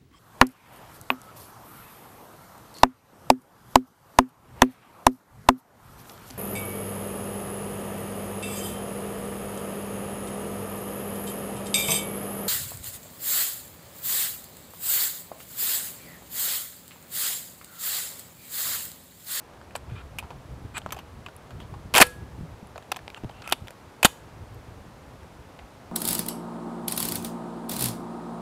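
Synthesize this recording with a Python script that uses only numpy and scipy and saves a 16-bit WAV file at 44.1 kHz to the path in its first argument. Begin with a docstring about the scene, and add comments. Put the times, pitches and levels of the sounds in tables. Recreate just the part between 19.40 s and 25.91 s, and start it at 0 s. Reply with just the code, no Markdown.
"""Clicks, clacks and ringing slams: shells are thumbed into a shotgun and its action is racked shut,
in a wooden stand at the edge of a wood. Each contact of brass, plastic and steel is a short burst of
noise shaped by the receiver; sliding parts scrape, dull bumps are low swings, barrel and brass ring as sines.
The gun's sharp sounds return as faint echoes off lattice and leaves. Light wind rumbles on the microphone
over the hush of leaves, both made of coloured noise."""
import sys
import numpy as np
from scipy import signal
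from scipy.fft import rfft, irfft
from scipy.io import wavfile
from scipy.ndimage import uniform_filter1d

SR = 44100
rng = np.random.default_rng(int(sys.argv[2]) if len(sys.argv) > 2 else 0)


def file_out(sig):
    """Save sig as 16-bit WAV at sys.argv[1]."""
    # one column per channel
    cols = np.atleast_2d(sig).T
    # limit, then scale
    lim = np.clip(cols, -1, 1)
    pcm = np.round(lim * 32767).astype(np.int16)
    wavfile.write(sys.argv[1], SR, pcm)


N = 287242


def gain_of(db):
    """Turns decibels into a plain multiplier."""
    return 10 ** (np.asarray(db) / 20)


def evened(x):
    """Scales a sound to an average (RMS) level of 1."""
    return x / np.sqrt(np.mean(x ** 2) + 1e-20)


def add(mix, start_s, sound):
    """Mixes a sound in at its start time, cutting it off where the scene ends."""
    part = mix[round(start_s * SR):][:len(sound)]
    part += sound[:len(part)]


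def curve(rows):
    """Reads a table of (time [s], value) at every sample, with straight lines between its rows."""
    return np.interp(np.arange(N) / SR, *np.transpose(rows))


def band(x, low_hz, high_hz):
    """Keeps mainly the sound between two frequencies."""
    return signal.sosfilt(signal.butter(2, [low_hz, high_hz], "bandpass", fs=SR, output="sos"), x)


def resonate(x, hz, width_hz):
    """A two-pole resonance with a gain of 1 at its top."""
    return signal.lfilter(*signal.iirpeak(hz, hz / width_hz, SR), x)


def coloured(points):
    """Steady noise whose spectrum follows a table of (frequency [Hz], relative level [dB per Hz])."""
    point_hz, point_db = np.transpose(points)
    hz = np.fft.rfftfreq(N, 1 / SR)
    level_db = np.interp(np.log(hz + 1), np.log(point_hz), point_db)
    return irfft(rfft(rng.standard_normal(N)) * gain_of(level_db), N)


def rattle(count, uneven_db):
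    """Tiny impacts of uneven size: noise whose strength jumps every 24 samples (about half a millisecond)."""
    sizes = np.repeat(rng.standard_normal(count // 24 + 1), 24)[:count]
    return rng.standard_normal(count) * gain_of(uneven_db * sizes)


def receiver(x, ring_hz, ring_db, width_hz):
    """Metal body: adds short resonances, with a random favour each time, and one chosen ring."""
    # short resonances of receiver and shell: (frequency [Hz], width [Hz], level before the favour [dB])
    resonances = [(800, 67, 2.5), (980, 210, 4.5), (1315, 460, 7.5), (2465, 140, 5.5), (3130, 340, -1),
                  (3600, 250, -1), (4414, 770, 7), (7270, 360, 4), (8100, 330, 5), (9700, 800, -3),
                  (12815, 250, -13)]
    favour_db = 2.0 * rng.standard_normal(len(resonances))
    body = x.copy()
    for (hz, width, db), favour in zip(resonances, favour_db):
        body += gain_of(db + favour) * resonate(x, hz, width)
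    return evened(body + gain_of(ring_db) * resonate(x, ring_hz, width_hz))


def ring(modes, strikes):
    """Each strike sets all the modes ringing as fading sines; loose parts make every ring waver."""
    out, t = np.zeros(N), np.arange(SR // 2) / SR
    for start_s, strike_db in strikes:
        for hz, mode_db, t60 in modes:  # t60: time to fade by 60 dB
            waver = evened(uniform_filter1d(rng.standard_normal(len(t)), round(SR * t60 / 20)))
            level_db = strike_db + mode_db - 60 * t / t60 + 2.5 * waver
            tone = np.sin(2 * np.pi * (hz * t + rng.random()))  # random starting phase
            add(out, start_s, gain_of(level_db) * tone)
    return out


def outdoors():
    """Leaves hush almost steadily as broad noise; wind is low noise that comes in lumps."""
    # spectrum of the leaves: (frequency [Hz], relative level [dB per Hz])
    leaf_spectrum = [(12, -57), (20, -28.5), (56, -10), (113, -5), (307, -15), (395, -15), (480, -13.5),
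                     (887, -15), (1310, -19), (1830, -23.5), (3200, -29.5), (12500, -41), (15700, -49)]
    # slow swell of the leaves: (time [s], change of level [dB])
    leaf_swell = [(0.0, 0), (6.51, 0.5)]
    # spectrum of the wind: (frequency [Hz], relative level [dB per Hz])
    wind_spectrum = [(15, -31), (35, -13), (70, -1), (120, -3.5), (200, -15), (400, -21), (1000, -58.5)]
    # wind rumble on the microphone: (time [s], level [dB])
    wind_level = [(0.0, -57.5), (0.47, -47), (0.6, -43.5), (1.52, -43.5), (1.83, -50.5), (1.99, -47),
                  (2.23, -43.5), (3.03, -41), (3.26, -49.5), (3.81, -54), (4.0, -48), (4.37, -51.5),
                  (5.28, -45), (6.13, -51.5), (6.51, -48)]
    leaves_db = -50.5  # level before the swell
    leaves = coloured(leaf_spectrum)
    leaves = evened(leaves - band(leaves, 18.5, 270))  # thin out the lows
    lumps = uniform_filter1d(rng.standard_normal(N), 1300)  # random drift, smoothed twice over 29 ms
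    lumps = evened(uniform_filter1d(lumps, 1300))
    wind = evened(coloured(wind_spectrum) * gain_of(3.8 * lumps))
    return leaves * gain_of(leaves_db + curve(leaf_swell)) + wind * gain_of(curve(wind_level))


def stand(x):
    """Scattered echoes: a quick one from the lattice, a longer airy one from the leaves."""
    t = np.arange(SR // 2) / SR
    signs = rng.choice([-1., 1.], len(t))
    taps = signs * (rng.random(len(t)) < .3) * (t > .004)  # no echo in the first 4 ms
    # each echo fades by 60 dB in the time it is divided by [s]
    lattice = band(taps, 600, 9800) * gain_of(-54 - 60 * t / 0.045)
    leaves = band(taps, 3000, 16000) * gain_of(-51.5 - 60 * t / .36)
    return signal.oaconvolve(x, lattice + leaves)[:N]


def bumps():
    """Dull bumps of stock and hands: each is a heavily damped low swing."""
    # (time [s], level before damping [dB], frequency [Hz], swings until the level has fallen to about a third)
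    bump_rows = [(0.52, -26, 122, 2.1), (1.46, -31.5, 194, 0.8), (2.548, -15, 243, 0.25),
                 (2.612, -10.5, 248.4, 1.22), (3.01, -22.5, 156, 0.69), (3.032, -28.5, 160, 2.6),
                 (3.228, -31, 203, 1.36), (3.837, -19, 280, 0.42), (3.8464, -19.5, 240, 0.49),
                 (3.851, -26.5, 116, 1.7), (4.124, -37.5, 259, 4.5), (4.65, -7, 217.6, 0.81)]
    out, t = np.zeros(N), np.arange(6000) / SR
    for start_s, db, hz, swings in bump_rows:
        swing = np.sin(2 * np.pi * hz * t) * np.exp(-hz * t / swings)
        add(out, start_s, -gain_of(db) * swing)
    return out


def slides():
    """Sliding shells and slide: stick-slip scraping through the same receiver, with a thin squeak."""
    # (start [s], end [s], level at the start [dB], level at the end [dB],
    #  treble against the middle [dB], squeak frequency [Hz], squeak against the middle [dB])
    slide_rows = [(0.488, 0.56, -53, -60, -24, 3410, -9), (0.548, 0.625, -48.5, -50, -26, 2394, -9),
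                  (1.338, 1.381, -54.5, -28, -14, 7800, -9), (1.343, 1.384, -46.5, -40.5, -23, 2395, -4),
                  (2.586, 2.597, -26, -24.5, -2.5, 935, -9), (3.758, 3.782, -55, -42, -15, 2770, -3),
                  (3.929, 4.025, -59, -58.5, -21.5, 2720, -3), (4.032, 4.125, -47.5, -53, -14, 2550, -1),
                  (4.05, 4.118, -59, -56, -9, 1344, 9)]
    out = np.zeros(N)
    for start, end, start_db, end_db, treble_db, hz, squeak_db in slide_rows:
        count = round((end - start) * SR)
        noise = receiver(rattle(count, uneven_db=2.5), hz, ring_db=-7.0, width_hz=300)
        # filtering twice makes the edges steeper
        middle = evened(band(band(noise, 900, 3400), 900, 3400))
        treble = evened(band(band(noise, 6000, 11500), 6000, 11500))
        squeak = evened(resonate(resonate(noise, hz, .035 * hz), hz, .035 * hz))
        scrape = middle + gain_of(treble_db) * treble + gain_of(squeak_db) * squeak
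        level = gain_of(np.linspace(start_db, end_db, count))
        add(out, start, scrape * level * signal.windows.tukey(count, .3))  # soft start and end
    return out


def brass_chinks():
    """Shells touching steel: the brass heads ring very briefly."""
    # ring of a brass head: (frequency [Hz], level against the strike [dB], time to fade by 60 dB [s])
    brass_modes = [(3150, 5, 0.028), (6200, 1, 0.049), (7400, -5, .045), (9850, -1, 0.036),
                   (12800, 4, 0.027), (13300, 1, 0.039)]
    # touches: (time [s], level [dB])
    touches = [(1.524, -37.5), (1.544, -61), (1.589, -52.5), (4.076, -54)]
    return ring(brass_modes, touches)


def barrel_ring():
    """Two slams of the action leave the barrel ringing for longer."""
    # ring of the barrel: (frequency [Hz], level against the strike [dB], time to fade by 60 dB [s])
    barrel_modes = [(495, 9, .24), (1335, 7, .17), (1664, 0, .62), (2557, -11, .18), (4463, -15, .35),
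                    (6745, -13, .19), (9415, -13, .2), (11540, -13, .19)]
    # blows that set it ringing: (time [s], level [dB])
    slams = [(2.624, -38), (4.652, -52)]
    return ring(barrel_modes, slams)


def contacts():
    """Each contact is a quick rattle: light taps die at once, hard blows chatter in a hump; a weak after-rattle."""
    # (time [s], basic length [s], basic level [dB], brightness [dB per octave], strongest ring [Hz]); the faint
    # bright tick at 2.667 s is no contact but the slam coming back as an echo
    contact_rows = [(0.135, 0.0046, -63.5, -2, 1800), (0.214, 0.0024, -60.5, -12, 1440),
                    (0.308, .003, -58, -3, 1980), (0.353, 0.004, -32.5, -4, 1020),
                    (0.361, 0.0028, -39, 0.5, 7900), (0.378, 0.0013, -61, 2, 8000),
                    (0.7855, 0.0047, -33, -1, 2540), (0.826, .016, -51, -7, 990),
                    (0.905, 0.0065, -48, -5, 780), (1.3797, 0.0028, -31, -2, 8300),
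                    (1.417, 0.0033, -53, -8, 3280), (1.462, 0.0035, -42, -6, 624),
                    (1.49, .002, -53, -7, 900), (1.5067, 0.0029, -46, -3, 2300),
                    (1.522, 0.0051, -30.5, -2.5, 1060), (1.545, 0.0037, -46, -4, 1070),
                    (1.564, 0.0098, -47.5, -3, 730), (1.58, .002, -54, -7, 3000),
                    (1.588, 0.0057, -50, -9, 2840), (1.862, 0.0031, -42, -5.5, 2570),
                    (1.8855, 0.0058, -48.5, -6, 1490), (1.9646, 0.00074, -62.5, 5, 10000),
                    (2.106, 0.0056, -49.5, -5, 1330), (2.2007, 0.015, -50, -4.5, 3330),
                    (2.339, 0.0055, -55.5, -11.5, 1050), (2.5387, 0.0042, -18, -1.5, 2830),
                    (2.5447, 0.0025, -21, -2.5, 880), (2.549, 0.0051, -15.5, -1.6, 2080),
                    (2.558, 0.0053, -13.5, -1.5, 2960), (2.563, 0.0066, -21, -4.5, 1740),
                    (2.5697, 0.005, -13.5, -1.2, 6900), (2.5785, 0.0061, -9.5, -1, 820),
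                    (2.599, 0.0092, -12, -2, 765), (2.611, 0.0097, -7.5, -.6, 8150),
                    (2.6151, .006, -9, -3, 2154), (2.6225, 0.0046, -8, -2, 1750),
                    (2.667, .003, -43, -0.3, 10230), (3.271, 0.0016, -69, 2.5, 10800),
                    (3.3585, 0.0043, -52, -8, 650), (3.379, 0.002, -43, -2.5, 760),
                    (3.425, .0031, -52.5, -4, 1300), (3.5172, 0.004, -21.5, -2.5, 910),
                    (3.545, 0.0018, -52.5, -8, 2450), (3.562, 0.0009, -38, -4, 3300),
                    (3.5667, 0.0025, -37.5, -1.5, 870), (3.591, 0.0013, -48, -5, 1700),
                    (3.679, 0.0009, -44, -8, 2060), (3.702, .001, -46, -3, 2420),
                    (3.746, 0.00073, -42.5, -5.5, 3040), (3.774, .0056, -51, -4, 870),
                    (3.835, .0014, -55, -4, 816), (3.845, .0011, -49.5, -3.5, 740),
                    (3.894, 0.0044, -50, -6, 840), (3.91, .0032, -54.5, -2.5, 3100),
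                    (4.0196, 0.0039, -46.5, -5, 1540), (4.076, 0.0029, -37, -2, 2740),
                    (4.09, 0.0036, -40.5, -3, 1380), (4.0982, 0.00092, -42, 0.5, 9400),
                    (4.112, 0.0054, -39, -2.5, 3000), (4.1221, 0.0037, -13.5, -1.7, 3100),
                    (4.13, 0.0024, -31.5, -2, 2940), (4.272, .003, -47, -3, 3200),
                    (4.2826, 0.00084, -41.5, -2.5, 1450), (4.306, 0.003, -45.5, -0.5, 604),
                    (4.6287, 0.0047, -15.5, -1.5, 2500), (4.6412, 0.0032, -30, -2, 2800),
                    (4.6463, 0.0064, -6, -1.94, 6930), (4.651, 0.0067, -14, 0.1, 3520),
                    (5.145, .0015, -70.5, 4, 12800), (5.832, .002, -57.5, -3.5, 1600),
                    (6.1904, 0.0036, -55, -9, 2000)]
    # four parts, knock to tick: (low edge [Hz], high edge [Hz], length as a factor [-], change of level [dB])
    part_rows = [(330, 1414, 1.49, -0.5), (1150, 3390, 1.34, 3.5), (3600, 6670, 0.71, 1.2),
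                 (8300, 14000, 1.2, 0.8)]
    light_db, hard_span_db = -31, 2  # from this level up, a tap turns into a hard blow over this span
    favour_light_db, favour_hard_db, favour_octaves = 7, 2.5, 0.42  # lift of parts near the strongest ring
    pivot_hz = 1900  # brightness tilts the parts about this pitch
    dull_light_db = 0.14  # light taps lose their far ends: dB per octave squared away from the ring
    strike, strike_s = 1.1, 0.00095  # extra strength and fading time of a light tap's sharp start
    out, t = np.zeros(N), np.arange(3000) / SR
    for start_s, length, level_db, bright_db, hz in contact_rows:
        hard = np.clip((level_db - light_db) / hard_span_db, 0, 1)  # 0 = light tap, 1 = hard blow
        favour_db = favour_light_db + (favour_hard_db - favour_light_db) * hard
        width_hz = (150 + .05 * hz) * (1 + 0.96 * hard)
        noise = receiver(rattle(len(t), uneven_db=3.5), hz, ring_db=19.5 - 9.5 * hard, width_hz=width_hz)
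        for low_hz, high_hz, longer, part_db in part_rows:
            mid_hz = np.sqrt(low_hz * high_hz)
            octaves_off = np.log2(mid_hz / hz)
            near = np.exp(-(octaves_off / favour_octaves) ** 2)
            db = level_db + part_db + bright_db * np.log2(mid_hz / pivot_hz) + favour_db * near
            db -= dull_light_db * (1 - hard) * octaves_off ** 2
            u = t / (max(length, .001) * longer)  # time counted in lengths of this part
            rise = 1 - np.exp(-u / (0.033 + 0.27 * hard ** 2))
            after_rattle = gain_of(-21.0) * np.exp(-u / 1.6)
            shape = rise * (np.exp(-u ** (1 + 1.2 * hard)) + after_rattle)
            shape = shape * (1 + strike * (1 - hard) * np.exp(-t / strike_s))
            # the part keeps the average level of its shape
            part = evened(band(noise, low_hz, high_hz) * shape) * np.sqrt(np.mean(shape ** 2))
            add(out, start_s, gain_of(db) * part)
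    return out


def scene():
    """Adds up the gun, its echoes, the dull bumps and the outdoors, as one channel."""
    gun = slides() + brass_chinks() + barrel_ring() + contacts()
    return (outdoors() + stand(gun) + bumps() + gun)[None]


def record(dry):
    """The hardest blows overload the input and are cut flat; then a filter removes the highest treble."""
    clipped = np.clip(dry, -.95, .95)
    low_pass = signal.firwin(255, 15700, window=("kaiser", 7), fs=SR)  # edge in Hz
    return signal.oaconvolve(clipped, low_pass[None], "same")


dry = scene()
out = record(dry)
file_out(out)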